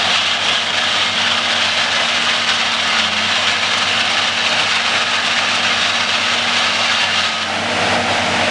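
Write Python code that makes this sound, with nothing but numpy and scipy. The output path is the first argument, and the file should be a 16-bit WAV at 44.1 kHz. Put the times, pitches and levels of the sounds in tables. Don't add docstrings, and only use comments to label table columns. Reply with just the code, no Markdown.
import sys
import numpy as np
from scipy import signal
from scipy.fft import rfft, irfft, next_fast_len
from scipy.io import wavfile
from scipy.ndimage import uniform_filter1d, minimum_filter1d, map_coordinates

SR = 44100
rng = np.random.default_rng(int(sys.argv[2]) if len(sys.argv) > 2 else 0)


def to_wav(s):
    ch = np.atleast_2d(s).T
    pcm = np.round(np.clip(ch, -1, 1) * 32767)
    wavfile.write(sys.argv[1], SR, pcm.astype(np.int16))


N = 374850
TIME_S = np.arange(N) / SR

# time_s, gain_db
BROOM_LIFT = [(7.3, 0), (7.42, -3.5), (7.52, -13), (7.75, -28), (8.5, -22)]
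# pitch_hz, width_hz, level_db
HOOD_MODES = [(1231, 130, 0), (1504, 160, -0.5), (1707, 100, 2), (2107, 170, 0.5), (2783, 130, -1),
              (3150, 200, -0.5), (3730, 320, 1), (4560, 340, -6), (5610, 300, -7.5)]
# frequency_hz, level_db
STONE_SPECTRUM = [(200, -40), (450, -21.5), (700, -4.5), (1100, -1), (1600, -1.5), (1950, -3.5),
                  (2600, 1.5), (3300, -0.5), (4200, -3), (5100, -9), (6500, -13.5), (8000, -19),
                  (10000, -31)]
REGULATOR_HZ, OVERSHOOT_HZ = 34.2, 0.9


def amp(db):
    return 10 ** (np.asarray(db) / 20)


def unit(x):
    return x / np.sqrt(np.mean(x ** 2) + 1e-20)


def along(points, hz):
    point_hz, values = np.transpose(points)
    return np.interp(np.log(hz + 1), np.log(point_hz + 1), values)


def curves(rows):
    time_s, *columns = np.transpose(rows)
    return [np.interp(TIME_S, time_s, column) for column in columns]


def bumps(rows):
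    return sum(db * np.cos(np.pi * np.clip((TIME_S - centre_s) / length_s, -.5, .5)) ** 2
               for centre_s, length_s, db in rows)


def wobble(rate):
    coarse = np.arange(0, N + 32, 32)
    knots = rng.standard_normal(int(N * rate / SR) + 4)
    return np.interp(np.arange(N), coarse, map_coordinates(knots, [coarse * rate / SR]))


def filtered(x, response):
    size = next_fast_len(N + SR // 2)
    return irfft(rfft(x, size) * response(np.fft.rfftfreq(size, 1 / SR)), size)[:N]


def coloured(x, spectrum):
    return unit(filtered(x, lambda hz: amp(along(spectrum, hz))))


def phase_of(hz):
    return 2 * np.pi * np.cumsum(hz) / SR


def orders(angle, table):
    return sum(np.sqrt(2) * amp(db) * np.sin(multiple * angle + rng.uniform(0, 2 * np.pi))
               for multiple, db in table)


def impacts(count, spread_db):
    push, size = rng.standard_normal((count, 2)).T
    return unit(np.bincount(rng.integers(N, size=count), np.sign(push) * amp(spread_db * size), N))


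def yard_echo(x):
    # frequency_hz, t60_s
    decay = [(200, 0.66), (2000, 0.13), (10000, 0.072)]
    out, hop = np.zeros(N + 2 * SR), SR // 4
    padded, fade = np.pad(x, (hop, 2 * hop)), np.hanning(2 * hop)
    for start in range(0, N + hop, hop):
        hz, t, noise = signal.stft(rng.standard_normal(SR // 3), SR, nperseg=256)
        tail = signal.istft(noise * amp(-60 * t / along(decay, hz)[:, None]), SR, nperseg=256)[1]
        echo = signal.fftconvolve(padded[start:start + 2 * hop] * fade, tail / np.linalg.norm(tail))
        out[start:start + len(echo)] += echo
    return out[hop:hop + N]


def cooling_fan(blade_hz=308.3):
    # multiple, level_db
    harmonics = [(1, -49), (2, -40)]
    return amp(2.2 * wobble(6)) * orders(phase_of(blade_hz * (1 + .006 * wobble(12))), harmonics)


def crank_change_hz(load_s=.25, relief_s=.29, settle_s=.6):
    # time_s, sag_hz
    strains = [(3.139, 3.2), (7.479, 3.05)]
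    change = np.zeros(N)
    for time_s, sag_hz in strains:
        since_s = TIME_S - time_s
        relief = np.sin(np.pi / 2 * np.clip(since_s / relief_s, 0, 1)) ** 2
        change -= sag_hz * np.exp(np.minimum(since_s, 0) / load_s) * (1 - relief)
        change += OVERSHOOT_HZ * np.exp(-np.maximum(since_s - relief_s, 0) / settle_s) * relief
    return change


def diesels(loader_hz=31.27, roar_db=-24):
    # multiple, level_db
    regulator_orders = [(3, -47.5), (6, -47.5), (22, -51.5)]
    loader_orders = [(3, -44), (5, -59), (5.5, -53.5), (6, -46.5), (7, -51.5), (14, -54.5), (22.5, -42)]
    # frequency_hz, level_db
    roar_spectrum = [(25, -23.5), (70, -18), (130, -9), (205, -5), (270, -6.5), (380, -10), (560, 0),
                     (760, 4), (1030, -6), (1300, -2), (2900, -3.5), (4200, -10), (6200, -17.5),
                     (10000, -28.5)]
    # centre_s, length_s, gain_db
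    swells = [(.08, 0.33, 3.5), (.47, 0.28, 4), (2.02, 0.34, 3.5), (4.58, 0.32, 3.5), (4.95, .25, 4.5),
              (6.75, 0.29, 1), (7.55, 0.22, 1.5), (7.94, 0.1, 1), (8.25, .2, 0)]
    regulator_crank = phase_of((REGULATOR_HZ + crank_change_hz()) * (1 + 0.00397 * wobble(4)))
    loader_crank = phase_of(loader_hz * (1 + 0.00199 * wobble(5)))
    regulator = amp(2.4 * wobble(6)) * orders(regulator_crank, regulator_orders)
    loader = amp(1.7 * wobble(5.6)) * orders(loader_crank, loader_orders)
    roar = coloured(rng.standard_normal(N), roar_spectrum)
    return regulator + loader + amp(roar_db + bumps(swells) + 0.6 * wobble(17)) * roar


def hydraulic_pump(free_hz=235.7, free_db=-38, db_per_sag_hz=1.0):
    change_hz = crank_change_hz()
    angle = phase_of(free_hz * (1 + change_hz / REGULATOR_HZ) * (1 + .003 * wobble(15)))
    octave = amp(-9.5 + 5.5 * change_hz / OVERSHOOT_HZ + 2.7 * wobble(4)) * np.sin(2 * angle)
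    level_db = free_db - db_per_sag_hz * change_hz + 1.5 * wobble(9)
    return np.sqrt(2) * amp(level_db) * (np.sin(angle) + octave)


def singing_steel(pitch_hz=1266):
    lift_db, = curves(BROOM_LIFT)
    level_db = -35.5 + lift_db + 2.6 * wobble(4.6)
    return amp(level_db) * np.sin(phase_of(pitch_hz * (1 + .004 * wobble(40))))


def squeals():
    # start_s, length_s, pitch_hz, level_db
    rubs = [(0.487, 0.12, 1657, -25.5), (0.98, 0.17, 2130, -27), (1.96, .07, 2015, -26.5),
            (2.162, 0.055, 2045, -25.5), (2.837, 0.29, 1255, -30), (2.886, 0.067, 2084, -25.5),
            (5.69, 0.069, 2130, -26), (6.6, .7, 2794, -29), (6.863, 0.067, 1660, -24.5),
            (6.959, 0.21, 1730, -28), (7.084, 0.4, 1259, -26), (7.122, 0.13, 2810, -25)]
    out = np.zeros(N)
    angle_per_hz = phase_of(1 + .0035 * wobble(90))
    grip = amp(1.2 * wobble(45))
    for start_s, length_s, pitch_hz, level_db in rubs:
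        span = slice(int(start_s * SR), int((start_s + length_s) * SR))
        swell = np.sqrt(np.abs(np.sin(np.pi * (TIME_S[span] - start_s) / length_s)))
        out[span] += np.sqrt(2) * amp(level_db) * swell * np.sin(pitch_hz * angle_per_hz[span])
    return out * grip


def clacks(crack_t60_s=0.04, ring_t60_s=0.057):
    # start_s, relative_db, pitch_hz
    hits = [(0.261, -4.5, 2740), (1.178, 1.5, 3320), (1.8855, -5, 1450), (2.606, 1.5, 2660),
            (2.671, -5, 3070), (3.631, 0.5, 2360), (4.2731, -1, 3600), (4.596, 0, 2760), (6.284, -4, 1134),
            (6.663, -3.5, 1700), (7.39, -8, 1274)]
    out, t = np.zeros(N + SR), np.arange(SR // 20) / SR
    for start_s, relative_db, pitch_hz in hits:
        crack = rng.standard_normal(len(t)) * amp(-60 * t / crack_t60_s)
        ring = np.sin(2 * np.pi * pitch_hz * t) * amp(-60 * t / ring_t60_s)
        out[round(start_s * SR):][:len(t)] += amp(relative_db - 7.5) * (crack + 0.66 * ring)
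    return filtered(out[:N], lambda hz: amp(along(STONE_SPECTRUM, hz)))


def grit():
    # frequency_hz, level_db
    spectrum = [(2500, -28.5), (5500, 3.5), (10000, -9)]
    return amp(-26 + 5.0 * wobble(55)) * coloured(rng.standard_normal(N), spectrum)


def pings(count, typical_t60_s, spread_db, attack_s=0.00056):
    t = np.arange(SR // 12) / SR
    hz, width_hz, db = np.array(HOOD_MODES)[rng.integers(len(HOOD_MODES), size=count)].T[:, :, None]
    detune, life, size = rng.standard_normal((count, 3)).T[:, :, None]
    pitch_hz = hz + .5 * width_hz * detune
    fade_db = -60 * t / (typical_t60_s * np.exp(0.34 * life))
    envelope = amp(db + spread_db * np.tanh(size) + fade_db) * (1 - np.exp(-t / attack_s))
    rings = envelope * np.sin(2 * np.pi * pitch_hz * t)
    samples = rng.integers(N, size=(count, 1)) + np.arange(len(t))
    return unit(np.bincount(samples.ravel(), rings.ravel(), N)[:N])


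def hood_panels():
    out = np.zeros(N)
    for hz, width_hz, db in HOOD_MODES:
        strength = amp(db + 0.94 * wobble(14))
        mode = signal.iirpeak(hz, hz / width_hz, SR)
        out += strength * signal.lfilter(*mode, impacts(count=16000, spread_db=2.5))
    return unit(signal.sosfilt(signal.butter(2, [900, 7000], "band", fs=SR, output="sos"), out))


def hood_ring():
    # time_s, pitch_hz, relative_db
    approach = [(0, 3140, -4), (1.3, 3110, -6.5), (2.5, 3002, -8.5), (4, 2873, -8), (5.6, 2740, -9.5),
                (7.3, 2830, -12)]
    pitch_hz, relative_db = curves(approach)
    blows = impacts(count=20000, spread_db=6.0) + 1j * impacts(count=20000, spread_db=2)
    dying = signal.lfilter(*signal.butter(3, 320, fs=SR), blows)
    ring = unit(np.real(dying * np.exp(1j * phase_of(pitch_hz))))
    return amp(relative_db + 1.5 * wobble(20)) * ring


def handfuls_db(trickle_s=.008):
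    pole = np.exp(-1 / (trickle_s * SR))
    landing = signal.lfilter([1], [1, -pole], np.abs(impacts(count=1500, spread_db=2)))
    return .8 * unit(landing - landing.mean()) + .75 * wobble(55)


def stone_flow_db(turn_hz=2.59, slowing_hz_per_s=.038, first_dip_s=.375):
    # centre_s, length_s, gain_db
    ballast = [(.38, .08, -1.5), (.57, 0.25, 1), (.72, 0.034, -5), (1.13, .11, -3), (2.27, 0.099, 2.5),
               (2.46, 0.024, -4.5), (2.55, 0.47, 0.5), (3.0, 0.13, 0), (3.1, 0.044, -2), (3.5, 0.11, 0.5),
               (3.87, .25, -0.5), (4.03, 0.058, -4.5), (4.34, 0.18, -3), (4.74, .1, 2.5), (4.83, .11, -2),
               (4.93, 0.066, -3), (4.99, .08, 0), (6.42, 0.44, -2.9), (6.85, 0.26, 1), (7.08, 0.067, -2),
               (7.16, .2, 1)]
    angle = phase_of(turn_hz - slowing_hz_per_s * TIME_S)
    thin_patch = np.cos((angle - np.interp(first_dip_s, TIME_S, angle)) / 2) ** 4
    return -16.5 - 0.5 * thin_patch + bumps(ballast) + .5 * wobble(18)


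def broom():
    lift_db, = curves(BROOM_LIFT)
    gravel = coloured(impacts(count=130000, spread_db=1.5), STONE_SPECTRUM)
    gravel *= amp(-3.5 + 1.13 * wobble(50))
    hood = amp(-5.5) * hood_panels() + hood_ring()
    hood += amp(-10) * pings(count=2400, typical_t60_s=.06, spread_db=3.5)
    return amp(stone_flow_db() + lift_db + handfuls_db()) * (gravel + hood + grit())


def scene():
    stones = broom() + clacks()
    echo = amp(-12) * yard_echo(stones)
    steel = squeals() + singing_steel()
    machinery = cooling_fan() + diesels() + hydraulic_pump()
    return (stones + echo + steel + machinery)[None]


def gain_control(x, target_db, hold_s, settle_s):
    loudness = np.sqrt(np.abs(uniform_filter1d(x ** 2, SR // 10)))
    span = 2 * int(hold_s * SR / 2) + 1
    held = -minimum_filter1d(-loudness, span, origin=span // 2)
    wanted_db = target_db - 20 * np.log10(held + 1e-6)
    pole = np.exp(-1 / (settle_s * SR))
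    return x * amp(signal.lfilter([1 - pole], [1, -pole], wanted_db))


def record(dry):
    ceiling, top_hz = .74, 10120
    levelled = gain_control(dry[0], target_db=-15.5, hold_s=0.1, settle_s=0.073)
    rounded = levelled / (1 + np.abs(levelled / ceiling) ** 8) ** (1 / 8)
    return filtered(rounded, lambda hz: hz < top_hz)[None]


dry = scene()
out = record(dry)
to_wav(out)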